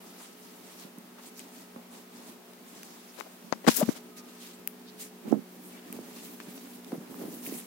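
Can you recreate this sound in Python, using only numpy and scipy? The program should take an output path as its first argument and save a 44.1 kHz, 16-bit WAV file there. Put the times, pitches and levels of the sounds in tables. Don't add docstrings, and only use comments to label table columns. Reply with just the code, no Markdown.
import sys
import numpy as np
from scipy import signal
from scipy.fft import rfft, irfft, next_fast_len
from scipy.io import wavfile
from scipy.ndimage import uniform_filter1d

SR = 44100
rng = np.random.default_rng(int(sys.argv[2]) if len(sys.argv) > 2 else 0)


def int16_out(signal):
    q = np.round(np.clip(np.atleast_2d(signal).T, -1, 1) * 32767)
    wavfile.write(sys.argv[1], SR, q.astype(np.int16))


N = 337883
TIME = np.arange(N) / SR
TOP_HZ = 15900


def undb(db):
    return np.exp(np.asarray(db) * np.log(10) / 20)


def port_gains(left_db, right_db):
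    return undb([[left_db], [right_db]])


def unit(x):
    return x / np.sqrt(np.mean(x ** 2))


def curves(rows):
    times_s, *columns = np.transpose(rows)
    return [np.interp(TIME, times_s, column) for column in columns]


def shape(x, gain_at):
    size = next_fast_len(x.shape[-1])
    hz = np.maximum(np.fft.rfftfreq(size, 1 / SR), 1)
    return irfft(rfft(x, size) * gain_at(hz), size)[..., :x.shape[-1]]


def colour(x, points):
    hz, db = np.transpose(points)
    return unit(shape(x, lambda f: undb(np.interp(np.log(f), np.log(hz), db))))


def low_cut(x, hz=185, order=4):
    return signal.sosfilt(signal.butter(order, hz, "high", fs=SR, output="sos"), x)


def hump(x, hz, skirt_db_oct):
    band = shape(x, lambda f: (f < TOP_HZ) * undb(-skirt_db_oct * np.hypot(np.log2(f / hz), .4)))
    return unit(low_cut(band))


def walk(rate_hz):
    size = int(SR / rate_hz)
    steps = np.repeat(rng.standard_normal(N // size + 1), size)
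    return 1.28 * uniform_filter1d(uniform_filter1d(steps, size), size)[:N]


def grains(spread_db):
    return rng.standard_normal((2, N)) * undb(spread_db * rng.standard_normal((2, N)))


def two_ports(x, alike_hz):
    mid, side = x[0], shape(x[1], lambda f: f / np.hypot(f, alike_hz))
    return np.array([mid + side, mid - side])


def swell(t, rise_s, fall_s):
    width_s = np.where(t < 0, rise_s, fall_s)
    return np.exp(-.5 * np.minimum((t / width_s) ** 2, 100))


def stroke(slips, rise_s, fall_s, hz, skirt_db_oct):
    t = np.arange(-3 * rise_s, 3 * fall_s, 1 / SR)
    start = rng.integers(N // 2)
    return swell(t, rise_s, fall_s) * hump(slips[:, start:start + len(t)], hz, skirt_db_oct)


def add(out, start_s, sound):
    start = int(start_s * SR)
    sound, start = sound[:, max(-start, 0):], max(start, 0)
    out[:, start:start + sound.shape[1]] += sound[:, :N - start]


# frequency in Hz, base level in dB.
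MOTOR_LINES = [(183.0, -59.5), (241.0, -55.5), (366.1, -62), (426.6, -61)]
# time in seconds, hum offset in dB, whine level in dB.
FAN_LEVELS = [(0, -4, -71), (3.4, -4.5, -78), (4.0, -1, -72), (5.5, 0.5, -80), (6.3, 0, -80),
              (7.66, 0, -80)]
# frequency in Hz, relative density in dB.
AIR_SPECTRUM = [(30, -43), (100, -50), (150, -26), (200, 1), (280, -16), (350, -11.5), (550, -8.5),
                (850, -10), (1300, -15), (1900, -16), (3000, -19), (8000, -24.5), (16000, -22)]


def fan(whine_hz=1283, air_db=-54, waver_db=1.76, wobble=0.00396):
    hum_db, whine_db = curves(FAN_LEVELS)
    motor_s = np.cumsum(1 + wobble * walk(5)) / SR
    lines = [(hz, db + hum_db) for hz, db in MOTOR_LINES] + [(whine_hz, whine_db)]
    hum = 0
    for hz, db in lines:
        amplitude = np.sqrt(2) * undb(db + waver_db * walk(5.1))
        hum += amplitude * np.sin(2 * np.pi * (hz * motor_s + rng.random()))
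    air = colour(two_ports(rng.standard_normal((2, N)), alike_hz=597), AIR_SPECTRUM)
    air *= undb(air_db + 0.34 * walk(22))
    return (hum + air) * port_gains(0.5, 0)


FOLD_BANDS_HZ = [1800, 3400, 5400, 8000, 11000, 14500]


def crinkle(slips, patchy_db=3.0, rate_hz=45):
    out = 0
    for share in np.eye(len(FOLD_BANDS_HZ)):
        band = shape(slips, lambda f: np.interp(f, FOLD_BANDS_HZ, share))
        out += band * undb(patchy_db * walk(rate_hz))
    return out


# peak time in seconds, rise in seconds, hiss in dB, rumble in dB.
HAND_STROKES = [(0.059, 0.056, -55.5, -54.5), (.22, 0.053, -53.5, -54.5), (.47, .11, -56, -58.5),
                (.715, 0.057, -54, -55.5), (.81, 0.025, -49.5, -54), (1.245, 0.028, -52, -55.5),
                (1.396, 0.034, -52.5, -60), (1.49, 0.047, -59.5, -56.5), (1.579, 0.026, -50.5, -54.5),
                (1.957, 0.031, -52.5, -51), (2.18, 0.045, -55, -56), (2.277, 0.034, -54.5, -52),
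                (2.78, 0.12, -56, -55.5), (3.14, 0.19, -56.5, -69)]
# peak time in seconds, rise in seconds, hiss in dB, rumble in dB,
# centre in Hz, skirt in dB per octave.
PHONE_SLIDES = [(4.18, 0.013, -48.5, -52, 3000, 3.5), (4.32, 0.052, -57.5, -70, 3800, 5),
                (4.455, 0.038, -48, -62, 4500, 6.5), (4.886, 0.013, -55.5, -70, 4000, 33),
                (5.022, 0.024, -43.5, -58, 8000, 5), (5.291, 0.014, -55, -43, 2630, 27),
                (5.535, .02, -61, -62, 13000, 8), (5.66, 0.045, -55, -53, 13000, 11),
                (5.77, 0.064, -58, -52, 2400, 8), (5.98, 0.083, -56.5, -46.5, 3000, -1),
                (6.165, 0.056, -49, -56, 3000, 2.3), (6.275, 0.045, -50, -50.5, 13000, 5),
                (6.52, 0.1, -52, -52, 12000, 0.5), (6.725, 0.03, -53, -63, 13000, 3),
                (6.91, 0.04, -54.5, -51, 11900, 3), (7.031, 0.024, -59, -46.5, 1200, 23),
                (7.205, 0.084, -54, -42.5, 14000, 20), (7.35, 0.052, -50.5, -50.5, 13860, 5.5),
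                (7.458, 0.019, -39.5, -46, 13500, 4.5), (7.535, 0.049, -42.5, -43.5, 13900, 5)]
CLOTH_FALL_RATIO = 1.58


def cloth(flicker_db=1.0, catch_db=-1.0, brush_offset_db=-6):
    out = np.zeros((2, N))
    slips = crinkle(grains(spread_db=4.5)) * undb(catch_db * walk(250))
    for peak_s, rise_s, hiss_db, rumble_db in HAND_STROKES:
        fall_s = CLOTH_FALL_RATIO * rise_s
        hiss = undb(hiss_db) * stroke(slips, rise_s, fall_s, hz=5500, skirt_db_oct=4.5)
        brush = stroke(slips, rise_s, fall_s, hz=870, skirt_db_oct=24)
        add(out, peak_s - 3 * rise_s, hiss + undb(rumble_db + brush_offset_db) * brush)
    for peak_s, rise_s, hiss_db, _, hz, skirt_db_oct in PHONE_SLIDES:
        hiss = stroke(slips, rise_s, CLOTH_FALL_RATIO * rise_s, hz, skirt_db_oct)
        add(out, peak_s - 3 * rise_s, undb(hiss_db) * hiss)
    return out * undb(flicker_db * walk(50))


def thread_crackle(snags_per_s=220, spread_db=-1.5, snag_s=0.0011, hiss_offset_db=-15):
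    power = 0
    for peak_s, rise_s, hiss_db, *_ in HAND_STROKES + PHONE_SLIDES:
        power += (undb(hiss_db) * swell(TIME - peak_s, rise_s, CLOTH_FALL_RATIO * rise_s)) ** 2
    snags = (rng.random(N) < snags_per_s / SR) * undb(spread_db * rng.standard_normal(N))
    decays = signal.lfilter([1], [1, -np.exp(-1 / (snag_s * SR))], snags)
    snaps = hump(decays * rng.standard_normal((2, N)), hz=2330, skirt_db_oct=24)
    return undb(hiss_offset_db) * np.sqrt(power) * snaps


# frequency in Hz, relative density in dB.
RUMBLE_SPECTRUM = [(40, -32), (100, -21.5), (170, -5.5), (250, 5), (340, -2), (500, -9.5), (750, -14),
                   (1400, -24), (2500, -28.5)]


def case_rumble(held_db=-59.5, laid_db=-56, laid_at_s=3.2, judder_db=2.5):
    power = undb(np.where(TIME < laid_at_s, held_db, laid_db)) ** 2
    for peak_s, rise_s, _, rumble_db, *_ in HAND_STROKES + PHONE_SLIDES:
        power += (undb(rumble_db) * swell(TIME - peak_s, rise_s, CLOTH_FALL_RATIO * rise_s)) ** 2
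    slips = two_ports(grains(spread_db=3.0), alike_hz=740) * undb(judder_db * walk(60))
    return colour(slips, RUMBLE_SPECTRUM) * np.sqrt(power) * port_gains(-1, 1)


# start and length in seconds, start, middle and end pitch in Hz, left and
# right in dB.
SQUEAK_GLIDES = [(3.791, 0.022, 232, 313, 470, -33, -36), (3.809, 0.018, 405, 647, 450, -23, -24),
                 (3.879, .012, 5980, 6060, 5850, -41, -56), (4.032, 0.376, 1250, 1236, 1210, -66, -58),
                 (5.695, 0.12, 2330, 2330, 2290, -59, -62)]


def squeaks(waver=.014, flutter_db=3):
    out = np.zeros((2, N))
    for start_s, length_s, *glide_hz, left_db, right_db in SQUEAK_GLIDES:
        size = int(length_s * SR)
        hz = np.interp(np.linspace(0, 1, size), [0, .5, 1], glide_hz)
        hz *= 1 + waver * walk(131)[:size]
        envelope = np.hanning(size) * undb(flutter_db * walk(54)[:size])
        tone = np.sin(2 * np.pi * np.cumsum(hz) / SR)
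        add(out, start_s, port_gains(left_db, right_db) * envelope * tone)
    return out


# start in seconds, left and right in dB, centre in Hz, skirt in dB per octave,
# decay in ms.
SNAPS = [(.798, -35, -38, 4500, 2, 1.8), (0.9752, -28.5, -38, 795, 21, 1.3),
         (1.761, -34, -33, 850, 16, 1.6), (.985, -44, -29.5, 12000, 15, 1.3),
         (1.3938, -21, -25.5, 7900, 49, 0.64), (1.3945, -35, -38, 2700, 23, 2.3),
         (1.4027, -35, -39, 2700, 12, 2), (2.535, -36, -46, 3500, 5, 1.2),
         (2.832, -28.5, -28, 1800, 2.5, 1.3), (3.201, -24, -44, 1500, 2, 0.9),
         (3.209, -17.5, -46, 950, 11, .9), (3.525, -12.5, -52, 5270, 60, 1.05),
         (3.667, -13, -48, 1500, 13, 2), (3.6806, -11, -36, 1200, 25, 2.1), (3.69, -16, -40, 1800, 24, 1),
         (3.8265, -22, -38, 1250, 26, 1.3), (3.856, -27, -44, 13500, 24, 1.3),
         (5.319, -50, -32, 5930, 38, 1.4), (5.272, -44, -36, 1200, 17, 2), (5.901, -35, -37, 800, 17, 1.3),
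         (6.402, -25, -40, 1515, 12, 1.36), (6.578, -34, -34, 2570, 12, 1.5),
         (6.846, -38, -34, 3320, 5, 1.5), (6.9195, -33, -34, 800, 9, 2), (7.075, -40, -41, 2000, 15, 1.3),
         (7.143, -29, -30, 800, 19, 0.99)]


def ticks(tail_db=-29, tail_s=0.015, trim_db=-6):
    out, t = np.zeros((2, N)), TIME[:SR // 8]
    for start_s, left_db, right_db, hz, skirt_db_oct, decay_ms in SNAPS:
        envelope = np.exp(-t * 1000 / decay_ms) + undb(tail_db) * np.exp(-t / tail_s)
        burst = hump(rng.standard_normal((2, len(t))), hz, skirt_db_oct)
        add(out, start_s, undb(trim_db) * port_gains(left_db, right_db) * envelope * burst)
    return out


# time in seconds, level in dB, bright share from 0 to 1.
LEFT_SCRAPE = [(3.658, -57, 0), (3.67, -34, 0), (3.686, -20, 0), (3.7, -30, 0), (3.716, -33, .25),
               (3.735, -36, 0.64), (3.755, -29.5, 0.9), (3.767, -17, 1), (3.777, -23, 0.93),
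               (3.783, -26.5, 0.91), (3.806, -26, 0.92), (3.819, -37, 0.6), (3.833, -37, 0.3),
               (3.846, -56, .5), (3.877, -58, .5), (3.895, -41, 0.5), (3.909, -49, 0), (3.941, -68, .2),
               (3.964, -44.5, .05), (4.01, -68, 0.3)]
RIGHT_SCRAPE = [(3.672, -70, .1), (3.677, -27.5, .15), (3.682, -29, .15), (3.693, -46, .1),
                (3.706, -29, .2), (3.716, -29.5, .2), (3.736, -42.5, .1), (3.781, -37, .05),
                (3.82, -48, .05), (3.894, -43.5, .1), (3.93, -44, 0.27), (3.951, -54, .2), (3.975, -52, .1),
                (4.01, -59, .1)]
# frequency in Hz, relative density in dB.
FLAT_SPECTRUM = [(300, -10), (1500, -2), (3000, -1.5), (6000, 0), (10000, -7), (15000, -16)]
TAUT_SPECTRUM = [(300, -31), (3000, -25), (5500, -7.5), (10000, -1), (14000, 4), (16000, 0)]


def bedspread_scrape(catch_db=1.5):
    out = []
    for slips, rows in zip(grains(spread_db=4), (LEFT_SCRAPE, RIGHT_SCRAPE)):
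        db, bright_share = curves(rows)
        dull = np.sqrt(1 - bright_share) * colour(slips, FLAT_SPECTRUM)
        bright = np.sqrt(bright_share) * colour(slips, TAUT_SPECTRUM)
        touching = (TIME > rows[0][0]) & (TIME < rows[-1][0])
        out.append(touching * undb(db + catch_db * walk(400)) * (dull + bright))
    return np.array(out)


# peak time and rise in seconds, left and right in dB, centre in Hz,
# skirt in dB per octave.
PORT_RUBS = [(.208, 0.0068, -48.5, -51, 1000, 8), (.862, 0.011, -56, -53, 500, 13),
             (1.192, .01, -50, -52.5, 850, 7), (1.78, 0.018, -53, -53, 600, 15),
             (1.381, .009, -56, -51, 13000, 24), (1.408, 0.0092, -52, -56, 4500, 10),
             (3.197, 0.014, -39, -65, 344, 5), (3.528, 0.0026, -25, -45, 241, 9),
             (3.532, 0.0035, -29.5, -57, 860, 11), (3.268, 0.007, -45.5, -59, 552, 18),
             (3.649, 0.0044, -34.5, -54, 350, 7), (3.671, .0025, -24, -50, 300, 28),
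             (3.683, 0.0066, -15, -40, 650, 9.5), (3.705, 0.00616, -35, -41, 225, 26),
             (3.795, .013, -34, -34, 270, 13), (3.818, .011, -27.5, -39, 556, 17),
             (3.83, 0.0045, -27.5, -36, 395, 8), (3.885, 0.0026, -24.5, -47, 218, 22),
             (3.89, 0.0017, -35, -37, 1190, 19), (3.901, 0.013, -54, -36.5, 230, 9),
             (3.966, 0.013, -46.5, -47.5, 350, 3.5), (5.272, .014, -39, -35.5, 190, 12),
             (5.319, 0.0069, -36, -25, 225, 15), (5.327, 0.0029, -46, -31, 770, 43),
             (5.343, 0.0074, -45, -38, 550, 18), (5.366, 0.018, -40, -28.5, 202, 23),
             (6.408, .005, -55, -47.5, 1760, 9), (6.922, .004, -43, -43, 560, 24),
             (6.942, 0.01, -39.5, -41, 374, 13), (7.214, 0.0071, -42, -41, 476, 13),
             (7.255, .008, -45, -41.5, 447, 18)]


def rubs(fall_ratio=1.18):
    out, slips = np.zeros((2, N)), grains(spread_db=3)
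    for peak_s, rise_s, left_db, right_db, hz, skirt_db_oct in PORT_RUBS:
        rub = stroke(slips, rise_s, fall_ratio * rise_s, hz, skirt_db_oct)
        add(out, peak_s - 3 * rise_s, port_gains(left_db, right_db) * rub)
    return out


# start in seconds, left and right in dB, treble tilt in dB per half octave.
SEAM_SLIPS = [(4.675, -5.5, -15, 1), (5.927, -18.5, -20, -1.5)]
# centre in Hz, width in Hz, relative level in dB.
SHELL_MODES = [(1590, 500, -7), (2670, 1100, -0.5), (4000, 1700, -20), (6150, 1600, -4), (8440, 1800, -13),
               (10600, 1500, 5), (12900, 1500, 5), (14400, 1800, 3.5)]


def shell_clicks(decay_ms=0.63, tail_db=-35, tail_s=0.039, trim_db=-6, corner_hz=6040):
    out, t = np.zeros((2, N)), TIME[:SR // 8]
    envelope = np.exp(-t * 1000 / decay_ms) + undb(tail_db) * np.exp(-t / tail_s)
    for start_s, left_db, right_db, tilt_db in SEAM_SLIPS:
        noise = rng.standard_normal((2, len(t)))
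        slip = envelope * shape(noise, lambda f: undb(tilt_db * np.log2(1 + (f / corner_hz) ** 2)))
        ring = sum(undb(db) * signal.lfilter(*signal.iirpeak(hz, hz / width_hz, fs=SR), slip)
                   for hz, width_hz, db in SHELL_MODES)
        click = undb(trim_db) * np.std(envelope) * unit(ring)
        add(out, start_s, port_gains(left_db, right_db) * click)
    return out


def air_pocket(force, hz, sealed_q=2.55, sealed_hz=239, leak_exponent=2.3):
    q = sealed_q * (sealed_hz / hz) ** leak_exponent
    w = 2 * np.pi * hz
    return signal.lfilter(*signal.bilinear([1, 0, 0], [1, w / q, w * w], SR), force)


# start in seconds, left and right in dB, contact time constant in ms,
# pocket pitch in Hz, ring offset in dB.
FINGER_KNOCKS = [(.848, -43, -37.5, 0.73, 240, -18), (0.979, -37, -34.5, 0.58, 242, -15),
                 (1.761, -41, -39, 0.14, 290, -8), (2.763, -41, -49, 0.27, 238, -11),
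                 (3.442, -52.5, -45, 0.54, 227, -2), (3.5257, -7, -48, 0.16, 609, -33),
                 (3.6755, -16, -8, 0.33, 208, -38), (3.6827, -4, -34, 0.068, 277, -36),
                 (3.688, -7.5, -40, 0.4, 234, -43), (3.826, -13, -19, 0.68, 218, -18.5),
                 (3.8889, -9, -33, 0.6, 285, -33), (5.3259, -31, -5, 0.29, 241, -23),
                 (5.3385, -37, -14.5, 0.48, 235, -29), (5.2765, -34, -28, 1, 225, -24),
                 (5.3625, -41, -25, 0.73, 225, -24), (5.3777, -38, -28, 0.62, 240, -22),
                 (5.9001, -50, -40, 0.18, 550, -9), (5.9892, -34.5, -29.5, 0.29, 338, -12.5),
                 (6.481, -40, -35.5, 0.73, 240, -13), (6.577, -39, -43, 0.17, 500, -18),
                 (6.9217, -40, -41, 0.28, 400, -24), (6.9284, -24, -21.5, 0.43, 246, -22),
                 (6.955, -30, -33, 0.37, 288, -14), (6.979, -31.5, -30, 0.78, 239, -10.5),
                 (7.238, -34, -29, 0.32, 270, -16), (7.282, -27, -30, 0.5, 247, -15),
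                 (7.475, -35, -30.5, 0.47, 270, -17), (7.523, -32, -24, 0.45, 276, -20)]
# frequency in Hz, relative level in dB, T60 in seconds.
CASE_MODES = [(197, 16.5, 0.068), (228.7, 6, 0.21), (449, -4, 0.073), (549, -13.5, 0.22), (1030, -37, .06)]


def knocks(bass_hz=165, build_s=0.0036):
    out, t = np.zeros((2, N)), TIME[:SR // 4]
    modes = sum(undb(db - 60 * t / t60_s) * np.sin(2 * np.pi * hz * t) for hz, db, t60_s in CASE_MODES)
    build = (1 - np.exp(-t / build_s)) ** 2
    ring = low_cut(modes * build, bass_hz, order=2)
    for start_s, left_db, right_db, contact_ms, pocket_hz, ring_db in FINGER_KNOCKS:
        age = t * 1000 / contact_ms
        force = age ** 3 * np.exp(-age)
        push = low_cut(air_pocket(force, pocket_hz), bass_hz)
        knock = push / np.abs(push).max() + undb(ring_db) * ring
        add(out, start_s, port_gains(left_db, right_db) * knock)
    return out


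def scene():
    return (fan() + cloth() + case_rumble() + knocks() + rubs() + ticks() + shell_clicks()
            + squeaks() + bedspread_scrape() + thread_crackle())


def record(dry, fade_s=.006):
    clipped = np.clip(dry * np.minimum(TIME / fade_s, 1), -1, 1)
    return signal.sosfilt(signal.ellip(10, .2, 70, TOP_HZ, fs=SR, output="sos"), clipped)


dry = scene()
out = record(dry)
int16_out(out)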